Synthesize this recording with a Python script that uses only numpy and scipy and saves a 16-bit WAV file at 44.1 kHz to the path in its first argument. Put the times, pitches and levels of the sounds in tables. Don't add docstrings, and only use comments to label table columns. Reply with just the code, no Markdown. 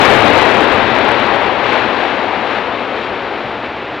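import sys
import numpy as np
from scipy.fft import rfft, irfft, next_fast_len
from scipy.io import wavfile
from scipy.ndimage import uniform_filter1d, map_coordinates

SR = 44100
rng = np.random.default_rng(int(sys.argv[2]) if len(sys.argv) > 2 else 0)


def dump_mix(stems):
    frames = np.atleast_2d(stems).T
    limited = np.clip(frames, -1, 1)
    pcm = np.round(limited * 32767).astype(np.int16)
    wavfile.write(sys.argv[1], SR, pcm)


N = 176400
TIME = np.arange(N) / SR


def amp(db):
    return 10 ** (np.asarray(db) / 20)


def wobble(knots_per_s):
    return map_coordinates(rng.standard_normal(1024), [TIME * knots_per_s + 2], mode="wrap")


def filtered(x, response):
    size = next_fast_len(N + 8192)
    hz = np.fft.rfftfreq(size, 1 / SR)
    return irfft(rfft(x, size) * response(hz), size)[..., :N]


def coloured(x, spectrum):
    points_hz, db = np.transpose(spectrum)
    shaped = filtered(x, lambda hz: amp(np.interp(np.log(hz + 1), np.log(points_hz + 1), db)))
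    return shaped / np.sqrt(np.mean(shaped ** 2) + 1e-20)


def noise(spectrum):
    return coloured(rng.standard_normal(N), spectrum)


def blows(rows, attack_s, t60_s):
    ages = [(np.maximum(TIME - start, 0), db) for start, db in rows]
    return sum((1 - np.exp(-age / attack_s)) * amp(db - 60 * age / t60_s) for age, db in ages)


def ground():
    # frequency in Hz, relative spectral density in dB.
    spectrum = [(12, -24), (22, -11), (38, -7.5), (65, -2.5), (105, 2), (135, 5), (157, -5.5), (200, -13.5),
                (400, -56.5)]
    # start in seconds, level in dB.
    landings = [(.11, -26), (.32, -26), (.70, -18.5), (.86, -25.5), (1.42, -27), (1.68, -24.5),
                (1.8, -27.5), (3.07, -28.5), (3.2, -31), (3.44, -29), (3.88, -49)]
    start_db, fade_db_per_s, bed_db = -21, 8, -40
    rumble = np.hypot(amp(start_db - fade_db_per_s * TIME), amp(bed_db)) * noise(spectrum)
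    thuds = blows(landings, attack_s=0.011, t60_s=0.36) * noise(spectrum)
    return rumble + thuds


def bricks():
    # frequency in Hz, relative spectral density in dB.
    spectrum = [(400, -36), (620, -9.5), (800, 0.5), (1060, -0.5), (1350, -10.5), (2500, -21), (5000, -67)]
    peak_s, width_s, peak_db, tumble_db = 1.52, 0.67, -18.5, 0.4
    swell = np.exp(-.5 * ((TIME - peak_s) / width_s) ** 2)
    return swell * amp(peak_db + tumble_db * wobble(18)) * noise(spectrum)


def stones():
    # frequency in Hz, relative spectral density in dB.
    spectrum = [(400, -25), (1000, -2.5), (1700, 1), (2600, -0.5), (3150, -7), (3900, -9), (4500, -17),
                (5000, -24.5), (5600, -25), (6200, -33.5), (7000, -33.5), (8200, -43), (10000, -54),
                (12000, -71), (15000, -78)]
    stones_per_s, scatter_db = 5000, 3.5
    hits = rng.random(N) < stones_per_s / SR
    polarity = rng.choice([-1, 1], N)
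    strength = amp(scatter_db * rng.standard_normal(N))
    return coloured(hits * polarity * strength, spectrum)


def rubble(flow_db):
    # time of the peak in seconds, Gaussian width in seconds, level in dB.
    slides = [(0.051, 0.014, -12.5), (1.722, 0.089, -17), (2.033, 0.066, -21.5), (2.53, .06, -21.5),
              (3.018, 0.053, -26), (3.656, 0.019, -30)]
    offset_db, fade_db_per_s = -7.5, 0.28
    rattle = amp(flow_db + offset_db - fade_db_per_s * TIME) * stones()
    swells = sum(amp(db) * np.exp(-.5 * ((TIME - peak) / width) ** 2) for peak, width, db in slides)
    return rattle + swells * stones()


def masonry(flow_db):
    # frequency in Hz, relative spectral density in dB.
    spectrum = [(90, -51), (165, -23), (190, -6.5), (260, -2), (500, 0), (660, -0.5), (840, -0.5),
                (1100, -4.5), (1600, -7.5), (2500, -11.5), (3700, -19), (4600, -28), (6200, -47),
                (10000, -74)]
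    # start in seconds, level in dB.
    breaks = [(.255, -5.5), (.375, -8), (.615, -5), (.71, -7.5), (1.055, -9.5), (2.19, -17), (2.74, -18),
              (3.32, -22), (3.63, -20), (3.935, -21.5)]
    offset_db, churn_db = 1, 0.28
    roar = amp(flow_db + offset_db + churn_db * wobble(30.13)) * noise(spectrum)
    crashes = blows(breaks, attack_s=0.0034, t60_s=0.17) * noise(spectrum)
    return roar + crashes


def scene():
    # time in seconds, level in dB.
    flow = [(0, -5), (.2, -6.5), (.42, -7.4), (.55, -8.5), (.9, -10), (1.17, -10), (1.45, -12.5),
            (1.58, -14.5), (1.75, -12), (2.0, -14.1), (2.3, -15.5), (2.55, -16.5), (2.7, -17.6), (3.0, -19),
            (3.15, -19), (3.45, -20.5), (3.7, -23), (4, -23.5)]
    flow_db = np.interp(TIME, *np.transpose(flow))
    pressure = ground() + masonry(flow_db) + bricks() + rubble(flow_db)
    return np.array([pressure, pressure])


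def gain_control(x):
    held_db, reference_db, window_s = -23.5, -15, 0.23
    slope = 0.096
    power = np.abs(uniform_filter1d(x ** 2, int(window_s * SR)))
    level_db = 10 * np.log10(power + 1e-12)
    return x * amp(held_db + slope * (level_db - reference_db) - level_db)


def record(dry):
    # frequency in Hz, rms level in dB ahead of the gain control.
    tones = [(15622, -83.5)]
    cutoff_hz = 15800
    whine = sum(np.sqrt(2) * amp(db) * np.sin(2 * np.pi * hz * TIME) for hz, db in tones)
    left, right = dry + whine
    tracks = np.array([np.clip(left, -1, 1), gain_control(right)])
    return filtered(tracks, lambda hz: hz < cutoff_hz)


dry = scene()
out = record(dry)
dump_mix(out)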